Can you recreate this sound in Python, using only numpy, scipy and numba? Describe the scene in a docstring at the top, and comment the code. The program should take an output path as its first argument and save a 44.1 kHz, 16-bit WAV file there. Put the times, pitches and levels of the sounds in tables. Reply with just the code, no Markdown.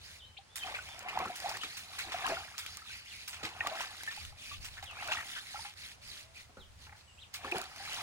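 """A wet hiss comes first: palms rub root vegetables clean in a plastic bucket of water, a few steps away.
The hiss is stick-slip friction. Each dip of the hands splashes and traps air, which rings as bubbles,
the larger the lower; bumps excite the damped modes of the bucket wall.
Around this, in a garden, birds chirp and insects trill over the turbulent rumble of a light breeze."""
import sys
import numpy as np
from scipy import signal
from scipy.fft import rfft, irfft
from scipy.io import wavfile
from scipy.ndimage import uniform_filter1d
from numba import njit

SR = 44100
rng = np.random.default_rng(int(sys.argv[2]) if len(sys.argv) > 2 else 0)


def master_out(mix):
    """Clip the mix to full scale and print it as 16-bit PCM to the path in sys.argv[1]."""
    frames = np.transpose(np.atleast_2d(mix))
    ceiling = np.clip(frames, -1, 1)
    pcm = np.round(ceiling * 32767).astype(np.int16)
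    wavfile.write(sys.argv[1], SR, pcm)


N = 353682

# Spectra of garden air, wind rumble and eddies at each microphone port: f/Hz, relative density/dB
GARDEN_SPECTRUM = [(30, -23), (70, 5.5), (125, 7), (300, -4.5), (700, 1), (2000, -2.5), (5000, -6.5),
                   (10000, -12.5), (12500, -34)]
RUMBLE_SPECTRUM = [(20, -30), (45, -12), (65, -2), (88, 2.5), (125, -11), (500, -42.5)]
EDDY_SPECTRUM = [(20, -6), (40, 0), (70, -6), (150, -26), (500, -99)]
# Gusts: t/s, level/dB, T60/s
GUSTS = [(4.17, -53.5, 0.69), (4.45, -58.5, 1.9), (5.9, -77, 7.2), (6.57, -56, 0.46)]
# Insect trills: t/s, duration/s, f/Hz, level/dB
TRILLS = [(5.549, 0.13, 9250, -55.5), (7.0, 0.3, 7750, -71)]
# Calls of a far bird: t/s, level/dB
FAR_CALLS = [(4.22, -70.5), (5.95, -68.5)]
# Near bird whistles: t/s, duration/s, start f/Hz, middle f/Hz, end f/Hz, level/dB
CHIRPS = [(0.191, 0.026, 3950, 3450, 3000, -50), (0.207, 0.052, 3040, 3050, 3140, -49),
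          (0.229, 0.048, 3200, 3800, 4200, -56), (0.254, 0.1, 3080, 3046, 3050, -59),
          (0.367, 0.012, 2100, 3160, 4600, -44.5), (0.485, 0.17, 3350, 3690, 4000, -59),
          (0.587, 0.022, 3800, 3400, 3060, -46), (0.61, 0.04, 3080, 3120, 3160, -41),
          (0.867, 0.08, 2500, 3560, 2530, -51), (3.058, 0.031, 2600, 3090, 4000, -51.5),
          (3.093, 0.069, 3700, 2570, 1940, -48), (4.85, 0.071, 4000, 2980, 2460, -46),
          (4.949, 0.094, 2400, 2610, 3610, -46), (6.591, 0.056, 4250, 3410, 2820, -52),
          (7.074, 0.04, 3050, 2880, 2700, -58.5), (7.172, 0.036, 2400, 3060, 4100, -54),
          (7.208, 0.039, 4200, 3420, 2270, -48.5)]
# Scattering on the way to the ports: f/Hz, scattered share of the power
SCATTERED_SHARE = [(100, .02), (750, .03), (1500, .2), (2600, .2), (4700, .7), (6200, .6), (9000, .8)]
# Acoustic shadow between the ports: f/Hz, left minus right level/dB
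PORT_SHADOW = [(1000, .3), (3400, 1), (4900, -5), (6000, -1), (7300, -8), (8200, -3.5), (11500, -3),
               (15500, -9)]
# Modes of the filled bucket: f/Hz, level/dB, T60/s
BUCKET_MODES = [(153, -10, 0.024), (377, -1, 0.11), (500, 5, 0.035), (806, 0.5, 0.048), (1316, 7.5, 0.026)]
# Hands and roots bumping the wall: t/s, level/dB
BUMPS = [(1.199, -31.5), (1.256, -30.5), (1.546, -42.5), (1.636, -41), (2.06, -39), (2.292, -29.5),
         (3.43, -29.5), (6.493, -46.5), (6.57, -35.5), (7.446, -31.5), (7.549, -30)]
# Dribbles off the hands: t/s, duration/s, level/dB
DRIBBLES = [(4.843, 0.021, -54), (6.868, 0.093, -47), (6.926, 0.073, -51.5), (7.717, 0.023, -51)]
# Clicks of tiny drops and snapping films: t/s, level/dB
SNAPS = [(0.992, -36), (1.361, -40), (1.4016, -34), (1.493, -30), (1.7723, -45), (2.285, -31), (2.771, -34),
         (3.281, -38), (3.455, -31), (4.841, -35.5), (5.0754, -30.5), (7.34, -32.5), (7.583, -29.5),
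         (7.615, -29.5), (7.932, -32.5), (7.9454, -31.5)]
# Wet squelches and, in the shortest rows, sharp slaps of water: t/s, duration/s, f/Hz, level/dB
SQUELCHES_AND_SLAPS = [(0.737, 0.065, 2400, -40.5), (1.082, 0.024, 2400, -39), (1.25, 0.018, 1280, -38),
                       (1.487, 0.013, 815, -39.5), (1.538, 0.04, 1830, -42), (1.604, 0.075, 3270, -42),
                       (1.632, 0.013, 1460, -38), (1.98, 0.058, 2120, -40.5), (2.916, 0.16, 2540, -52.5),
                       (4.767, 0.044, 1750, -46), (5.116, 0.016, 2780, -32), (5.181, 0.044, 1980, -42.5),
                       (5.357, 0.044, 1670, -42.5), (7.445, 0.0089, 1120, -38), (7.519, 0.051, 774, -41),
                       (7.899, 0.063, 1900, -49)]
# Slaps of water with flung spray: t/s, level/dB, relative level of the mist/dB
SPLASHES = [(0.5564, -38, 10), (1.087, -43, -5), (1.355, -39.5, 4.5), (1.49, -38.5, 2), (1.6326, -36, -8),
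            (1.768, -38.5, 7), (1.986, -33.5, 2.5), (2.118, -33, -10), (2.579, -35, 5), (3.2759, -37, 7.5),
            (3.329, -38, -11), (3.43, -33.5, -9), (3.449, -36, -11), (3.805, -32, -4), (4.1096, -37.5, -4),
            (4.645, -37, 2.5), (4.8253, -41, -0.5), (5.118, -29.5, -12), (5.648, -38, -15),
            (7.341, -36.5, 2.5)]
# Single loud bubbles and drips: t/s, f/Hz, level/dB, T60/s
PLOPS = [(.386, 777, -49.5, 0.11), (0.634, 2450, -31, .022), (.644, 757, -37.5, 0.061),
         (.788, 1444, -34.5, 0.046), (1.058, 729, -38, 0.12), (1.1715, 800, -21, 0.0069),
         (1.202, 1055, -28, .026), (1.225, 740, -32, 0.083), (1.299, 707, -34.5, 0.097),
         (1.441, 702, -32.5, 0.14), (1.458, 784, -27, .05), (2.142, 702, -30, .059),
         (2.243, 1604, -27, 0.046), (2.255, 1036, -27, 0.064), (2.317, 650, -32, 0.12),
         (2.368, 1374, -32.5, 0.032), (2.375, 750, -35.5, .051), (2.818, 1300, -47.5, 0.11),
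         (2.901, 1530, -43.5, .06), (3.607, 1830, -25.5, 0.046), (3.606, 2400, -20, .012),
         (3.647, 746, -31.5, 0.02), (3.663, 1150, -27.5, .035), (3.712, 638, -37, 0.17),
         (3.805, 923, -27.5, 0.014), (4.007, 1570, -40, 0.063), (4.075, 1756, -29.5, 0.12),
         (4.174, 810, -43, .04), (4.513, 1140, -40, 0.11), (4.826, 775, -41, 0.048),
         (5.023, 775, -35.5, 0.014), (5.087, 616, -40.5, 0.13), (5.1163, 893, -29.5, 0.0074),
         (5.1712, 1860, -24.5, 0.025), (5.543, 806, -36.5, 0.067), (5.556, 1313, -36.5, 0.057),
         (5.590, 880, -40.5, 0.062), (5.648, 806, -44.5, 0.17), (7.478, 1710, -35.5, 0.041),
         (7.521, 2480, -23, .026), (7.517, 357.4, -37, 0.22), (7.541, 434, -33.5, 0.043),
         (7.583, 670, -36, 0.042), (7.800, 770, -41.5, .088)]
# Dips of the hands: deepest t/s, build-up/s, large-bubble level/dB, relative small-bubble level/dB
DIPS = [(0.685, 0.092, -43, 0), (1.205, 0.33, -39, -31), (1.5, 0.19, -44, -5), (2.302, 0.37, -39, 0.5),
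        (3.46, 0.22, -52, 3), (3.68, 0.18, -40, -21), (3.8, 0.16, -46, 5.5), (5.128, 0.3, -43.5, 5.5),
        (5.571, 0.045, -57.5, 7), (7.458, 0.11, -46.5, -2), (7.558, 0.028, -43.5, 3.5), (8.0, 0.32, -46, 0)]
# Strokes over the wet skins: t/s, duration/s, level/dB
STROKES = [(0, 0.21, -57.5), (0.548, 0.22, -55.5), (0.773, 0.28, -58), (1.04, 0.78, -58.5),
           (1.36, 0.26, -52), (1.606, 0.3, -53.5), (1.862, 0.27, -54), (2.04, 0.6, -56),
           (2.542, 0.31, -54.5), (2.835, 0.21, -55.5), (3.026, 0.31, -56), (3.206, 0.5, -61.5),
           (3.54, 0.67, -56), (3.938, 0.23, -57), (4.096, 0.23, -54), (4.369, 0.23, -52.5),
           (4.6, 0.086, -56.5), (4.694, 0.13, -58), (4.954, 0.58, -55), (5.235, 0.21, -52),
           (5.397, 0.35, -53), (5.753, 0.21, -53.5), (6.009, 0.26, -53.5), (6.334, 0.13, -59),
           (6.774, 0.12, -62), (6.954, 0.072, -64), (7.33, 0.057, -54), (7.367, 0.43, -58.5),
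           (7.72, 0.69, -49.5)]
# Spectra of the bucket's hollow, rubbed skin, spray, dribbles and snaps: f/Hz, relative density/dB
HOLLOW_SPECTRUM = [(150, -9.5), (480, -7), (620, -7.5), (760, 4.5), (950, -1), (1300, -2), (2500, 0.5),
                   (12000, -45)]
SKIN_SPECTRUM = [(200, -3.5), (600, -18.5), (1400, -4), (2500, 4), (4400, 2), (6500, -1), (8000, -7),
                 (10300, -2.5), (12000, -12.5), (15500, -14.5)]
SPRAY_SPECTRUM = [(300, -55), (900, 10), (2500, 19.5), (6000, 10.5), (10000, 5.5), (13000, -0.5)]
DRIBBLE_SPECTRUM = [(400, -27), (680, -31), (810, 11.5), (1000, -6), (1500, -2.5), (2300, 0), (3200, -21),
                    (10000, -61)]
SNAP_SPECTRUM = [(500, -31), (2500, -11), (5000, 5.5), (9000, -0.5), (15000, -7)]

WET_Q = 6  # quality factor of squelches, sharp slaps and the gaps under the palm


def undb(db):
    """Amplitude ratio: tenfold for every 20 dB."""
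    return 10 ** (np.asarray(db) / 20)


def on_bins(points):
    """Interpolation of a table over log frequency at every Fourier bin."""
    hz, value = np.transpose(points)
    return np.interp(np.log(np.arange(N // 2 + 1) * SR / N + 1), np.log(hz), value)


def unit(x):
    """Normalisation to rms 1."""
    return x / np.sqrt(np.mean(x ** 2))


def colour(x, spectrum):
    """Minimum-phase filtering by the folded cepstrum; the result has rms 1."""
    cepstrum = irfft(np.log(undb(on_bins(spectrum))), N)
    cepstrum[1:N // 2] *= 2
    cepstrum[N // 2 + 1:] = 0
    return unit(irfft(rfft(x) * np.exp(rfft(cepstrum)), N))


def wander(rate_hz):
    """Random modulation: held values, smoothed twice, with a spread near 1."""
    hold = int(SR / rate_hz)
    steps = np.repeat(rng.standard_normal(N // hold + 1), hold)
    return 1.3 * uniform_filter1d(uniform_filter1d(steps, hold), hold)[:N]


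def fade(t, t60):
    """Exponential decay by 60 dB in t60 seconds."""
    return np.exp(-np.log(1000) * t / t60)


def add(track, start_s, sound):
    """Linear superposition of a sound on a track."""
    start = max(int(start_s * SR), 0)
    part = sound[:max(N - start, 0)]
    track[start:start + len(part)] += part


def crackle(spread_db, grain=16):
    """Granular noise: dense tiny clicks of log-normal strength."""
    sizes = undb(spread_db * np.minimum(rng.standard_normal(N // grain + 1), 3))
    return unit(rng.standard_normal(N) * np.repeat(sizes, grain)[:N])


def air(spectrum, side_db):
    """Partial coherence: the two ports share one noise and take a second in opposite phase."""
    mid, side = (colour(rng.standard_normal(N), spectrum) for _ in range(2))
    return mid + undb(side_db) * side * np.array([[1], [-1]])


def reflections(x, first_s, last_s, rate_hz, count):
    """Multipath propagation: echoes off moving surfaces fluctuate at each port; late ones are weaker."""
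    out = np.zeros((2, N))
    weights = np.exp(-2 * np.arange(count) / count)
    for port in out:
        for k, weight in enumerate(weights / np.linalg.norm(weights)):
            delay_s = first_s + (last_s - first_s) * (k + rng.random()) / count
            add(port, delay_s, weight * wander(rate_hz) * x)
    return out


def garden():
    """Diffuse field: the broadband noise of air and leaves sways gently in level."""
    sway = undb(1.2 * wander(6))
    return air(GARDEN_SPECTRUM, side_db=-0.5) * undb(-65) * sway


def breeze(draught_db=-65, rise_s=0.093):
    """Turbulence: moving air rumbles at both ports and buffets each; gusts rise fast and die slowly."""
    gusts = np.zeros(N)
    for start, db, t60 in GUSTS:
        since = np.maximum(np.arange(N) / SR - start, 0)
        gusts += undb(db) * np.minimum(since / rise_s, 1) * fade(since, t60)
    rumble = air(RUMBLE_SPECTRUM, side_db=-21) * (undb(draught_db) + gusts)
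    eddies = air(EDDY_SPECTRUM, side_db=3) * (undb(draught_db - 23) + undb(2) * gusts)
    return (rumble + eddies) * undb(3 * wander(14))


def insects(width_hz=900):
    """Amplitude modulation: random flutter spreads a shrill tone into a narrow band."""
    out = np.zeros(N)
    for start, length, hz, db in TRILLS:
        t = np.arange(int(length * SR)) / SR
        envelope = np.sqrt(np.sin(np.pi * t / length)) * wander(width_hz)[:len(t)]
        add(out, start, undb(db) * envelope * np.sin(2 * np.pi * hz * t))
    return out


def whistle(length_s, pitches_hz):
    """Frequency modulation: a pure tone glides through three pitches with a slight waver."""
    progress = np.linspace(0, 1, int(length_s * SR))
    glide = np.polyval(np.polyfit([0, .5, 1], pitches_hz, 2), progress)
    hz = glide * (1 + .013 * wander(600)[:len(progress)])
    envelope = np.sqrt(np.abs(np.sin(np.pi * progress)))
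    return envelope * np.sin(2 * np.pi * np.cumsum(hz) / SR)


def birds():
    """Gliding tones: quick flicks, held notes and slurs nearby, long low calls far away."""
    out = np.zeros(N)
    for start, length, *pitches, db in CHIRPS:
        add(out, start, undb(db) * whistle(length, pitches))
    for start, db in FAR_CALLS:
        add(out, start, undb(db) * whistle(length_s=0.44, pitches_hz=[585, 613, 696]))
    return out


def from_bucket(x, flutter_hz, left_lag_s=0.00013):
    """Delay and shadowing place the bucket to the right; treble scatters off arms, water and wall."""
    share = on_bins(SCATTERED_SHARE)
    lag = np.exp(-2j * np.pi * np.arange(N // 2 + 1) * SR / N * left_lag_s)
    direct = rfft(x) * np.array([lag, np.ones_like(lag)])
    scattered = rfft(reflections(x, first_s=.0001, last_s=.003, rate_hz=flutter_hz, count=16))
    ports = np.sqrt(1 - share) * direct + np.sqrt(share) * scattered
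    shadow = undb(on_bins(PORT_SHADOW) * np.array([[.5], [-.5]]))
    return irfft(ports * shadow, N)


def bumps():
    """Forced vibration: scuffing pushes drive the wall's modes while water parts with a dull rush."""
    out = np.zeros(N)
    t = np.arange(SR // 5) / SR
    rush_band = signal.butter(1, [130, 900], "bandpass", fs=SR, output="sos")
    for start, db in BUMPS:
        detune = 2 ** (.1 * rng.standard_normal())  # water against the wall shifts its pitch
        ring = sum(undb(mode_db) * fade(t, t60) * np.sin(2 * np.pi * hz * detune * t)
                   for hz, mode_db, t60 in BUCKET_MODES)
        push = rng.standard_normal(len(t)) * fade(t, 0.19)
        wall = unit(signal.fftconvolve(push, ring)[:len(t)])
        rush = unit(signal.sosfilt(rush_band, push))
        bump = undb(5.5) * wall + rush
        add(out, start, undb(db - 5.5) * bump / np.abs(bump).max())
    return out


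def dribbles(drop_gap_s=0.026, drop_t60=0.066):
    """Jet break-up: a thin run of water parts into drops that patter in the hollow of the bucket."""
    flow = np.zeros(N)
    for start, length, db in DRIBBLES:
        t = np.arange(int(length * SR)) / SR
        add(flow, start, undb(db) * (1 - t / length) * fade(t % drop_gap_s, drop_t60))
    return flow * colour(rng.standard_normal(N), DRIBBLE_SPECTRUM)


def snaps(t60=0.0059):
    """Impulsive excitation: tiny drops strike the wall and films snap, each a broadband click."""
    envelope = np.zeros(N)
    t = np.arange(SR // 20) / SR
    for start, db in SNAPS:
        add(envelope, start, undb(db) * fade(t, t60))
    return envelope * colour(rng.standard_normal(N), SNAP_SPECTRUM)


@njit
def resonator(x, hz, q):
    """Second-order resonance: a band-pass whose frequency may move every sample."""
    out, band_state, low_state = np.empty(len(x)), 0., 0.
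    for i in range(len(x)):
        gain = np.tan(np.pi * hz[i] / SR)
        band = (band_state + gain * (x[i] - low_state)) / (1 + gain * (gain + 1 / q))
        band_state = 2 * band - band_state
        low_state += 2 * gain * band
        out[i] = band / q
    return out


def squelches_and_slaps(rise_octaves=0.2, peak_share=0.22):
    """Noise-driven resonance: brief bursts of rising pitch are wet squelches or, if shortest, slaps."""
    out = np.zeros(N)
    for start, length, hz, db in SQUELCHES_AND_SLAPS:
        progress = np.linspace(0, 1, int(length * SR))
        rising_hz = hz * 2 ** (rise_octaves * (progress - .5))
        ring = unit(resonator(rng.standard_normal(len(progress)), rising_hz, WET_Q))
        envelope = np.sin(np.pi / 2 * np.interp(progress, [0, peak_share, 1], [0, 1, 0]))
        add(out, start, undb(db) * envelope * ring)
    return out


def bubble(hz, t60, swell_s, rise):
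    """Damped oscillation: trapped air is the spring, water the mass; pitch climbs near the surface."""
    t = np.arange(int((t60 + swell_s) * SR) + 2) / SR
    onset = np.sin(np.pi / 2 * np.minimum(t / swell_s, 1)) ** 2
    decay = fade(np.maximum(t - swell_s, 0), t60)
    return onset * decay * np.sin(2 * np.pi * hz * (t + rise * t ** 2 / (2 * t60)))


def froth(low_hz, high_hz, cycles, rise, spread_db, count):
    """Incoherent sum: bubbles of random size, damping and strength are born one after another."""
    out = np.zeros(N)
    for k, (jitter, pitch, ring, strength, swell) in enumerate(rng.random((count, 5))):
        hz = low_hz * (high_hz / low_hz) ** pitch
        t60 = cycles * 2 ** (2 * ring - 1) / hz
        sound = bubble(hz, t60, (.5 + 2 * swell) / hz, rise)
        add(out, (k + 2 * jitter) / count * N / SR, undb(spread_db * strength) * sound)
    return out


def drips(lingering):
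    """Air entrainment by drops: stray drips off the hands ring while the water settles."""
    drops = froth(700, 2600, cycles=40, rise=.16, spread_db=19, count=110)
    return lingering * undb(-12.5) * unit(drops)


def plops(swell_cycles=3.14):
    """Bubble resonance: the largest air pockets and drips ring singly, each with a little splatter."""
    rings, splatter = np.zeros((2, N))
    t = np.arange(SR // 5) / SR
    for start, hz, db, t60 in PLOPS:
        swell_s = swell_cycles / hz
        add(rings, start, undb(db) * bubble(hz, t60, swell_s, rise=0.13))
        envelope = np.minimum(t / swell_s, 1) * fade(np.maximum(t - swell_s, 0), t60)
        add(splatter, start, undb(db - 20) * envelope)
    return rings + splatter * colour(crackle(spread_db=3), HOLLOW_SPECTRUM)


def splashes(lingering, rise_s=0.001, mist_hz=6500):
    """Impact noise: water slaps on water or skin, then spray patters down, some as fine mist."""
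    t = np.arange(SR // 5) / SR
    slap, patter = undb(-8) * fade(t, 0.2), undb(-11) * fade(t, 0.18)
    envelope = np.minimum(t / rise_s, 1) * (slap + patter)
    stray_slaps = np.zeros(N)  # heard while the water is unsettled
    for when, weakness in rng.random((70, 2)):
        add(stray_slaps, when * N / SR, undb(24 - 19 * weakness) * fade(t, 0.017))
    coarse, fine = stray_slaps * lingering, stray_slaps * lingering
    for start, db, mist_db in SPLASHES:
        add(coarse, start, undb(db) * envelope)
        add(fine, start, undb(db + mist_db) * envelope)
    spray = colour(crackle(spread_db=2.5), SPRAY_SPECTRUM)
    mist = signal.sosfiltfilt(signal.butter(2, mist_hz, "highpass", fs=SR, output="sos"), spray)
    return coarse * (spray - mist) + fine * mist


def stirring(build_db=21, calm_db_per_s=127, settle_db_per_s=20):
    """Exponential growth and decay at each dip: gains of large, small and lingering small bubbles."""
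    t = np.arange(N) / SR
    large_power, small_power, lingering_power = np.zeros((3, N))
    for deepest, build_s, db, small_db in DIPS:
        after = np.maximum(t - deepest, 0)
        growth = undb(db - build_db * np.clip((deepest - t) / build_s, 0, 10))
        churn = growth * undb(-calm_db_per_s * after)
        large_power += churn ** 2
        small_power += (churn * undb(small_db)) ** 2
        lingering_power += (growth * undb(-settle_db_per_s * after)) ** 2
    lap, tinkle = undb(-22) ** 2 * lingering_power, undb(-10) ** 2 * lingering_power
    return np.sqrt(large_power + lap), np.sqrt(small_power + tinkle), np.sqrt(tinkle)


def sloshing(large_gain, small_gain):
    """Air entrainment by the hands: large bubbles boom in the bucket's hollow, small ones tinkle."""
    large = froth(546, 1340, cycles=26, rise=.3, spread_db=11, count=1100)
    small = froth(1150, 3700, cycles=22, rise=.22, spread_db=13, count=1700)
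    wash = colour(crackle(spread_db=4), HOLLOW_SPECTRUM)
    agitation = np.minimum(large_gain / undb(-71), 1)  # calm water traps few small bubbles
    boom = undb(-3) * colour(large, HOLLOW_SPECTRUM) + undb(-2) * wash
    return large_gain * boom + small_gain * agitation * undb(-3.5) * unit(small)


def strokes(resting_db=-77.5, peak_share=0.42, roundness=0.69):
    """Addition of powers: overlapping strokes of the palm, each swelling and letting go, set a gain."""
    power = np.full(N, undb(resting_db) ** 2)
    for start, length, db in STROKES:
        swell = np.interp(np.linspace(0, 1, int(length * SR)), [0, peak_share, 1], [0, 1, 0])
        add(power, start, (undb(db) * np.sin(np.pi / 2 * swell) ** roundness) ** 2)
    return np.sqrt(power)


def rubbing(large_gain, small_gain, gaps_hz=(2200, 3900)):
    """Stick-slip friction: skin catches on the wet root and rings the shifting gaps under the palm."""
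    slips = colour(crackle(spread_db=1), SKIN_SPECTRUM)
    gaps = np.zeros(N)
    for hz in gaps_hz:
        ring = resonator(slips, hz * 2 ** (.2 * wander(20)), WET_Q)
        gaps += unit(ring * undb(4 * wander(24)))
    skin = unit(slips + undb(-6.5) * gaps)
    fizz = colour(froth(2500, 14000, cycles=3, rise=.1, spread_db=20, count=7000), SPRAY_SPECTRUM)
    ticks = colour(froth(4000, 14000, cycles=2, rise=.1, spread_db=30, count=500), SPRAY_SPECTRUM)
    droplets = colour(froth(1400, 7000, cycles=30, rise=.15, spread_db=21, count=700), SKIN_SPECTRUM)
    wetness = np.minimum(large_gain / undb(-54.5), 1)  # the film fizzes near stirred water
    film = wetness * (undb(-10) * fizz + undb(-12.5) * ticks + undb(-3.5) * droplets)
    runoff = undb(-12) * small_gain
    unsteady = undb(.8 * wander(45))
    return np.hypot(strokes(), runoff) * unsteady * (undb(6) * skin + film)


def scene():
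    """Superposition of direct and reflected sound: washing in front, the garden around it."""
    large, small, lingering = stirring()
    spray = rubbing(large, small) + splashes(lingering) + snaps()
    bubbles = sloshing(large, small) + drips(lingering) + plops()
    water = bubbles + squelches_and_slaps() + dribbles() + bumps()
    washing = from_bucket(spray, flutter_hz=500) + from_bucket(water, flutter_hz=120)
    yard_echoes = reflections(spray + water, first_s=.004, last_s=.05, rate_hz=30, count=24)
    song = birds() + insects()
    song_echoes = reflections(song, first_s=.002, last_s=.06, rate_hz=18, count=16)
    background = garden() + breeze() + undb(-3.5) * song + undb(-1.5) * song_echoes
    return background + undb(-16) * yard_echoes + undb(0.4) * washing


def record(dry, cutoff_hz=15800):
    """Band limiting: a steep low-pass filter removes the highest treble."""
    return signal.sosfilt(signal.ellip(10, .2, 70, cutoff_hz, fs=SR, output="sos"), dry)


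dry = scene()
out = record(dry)
master_out(out)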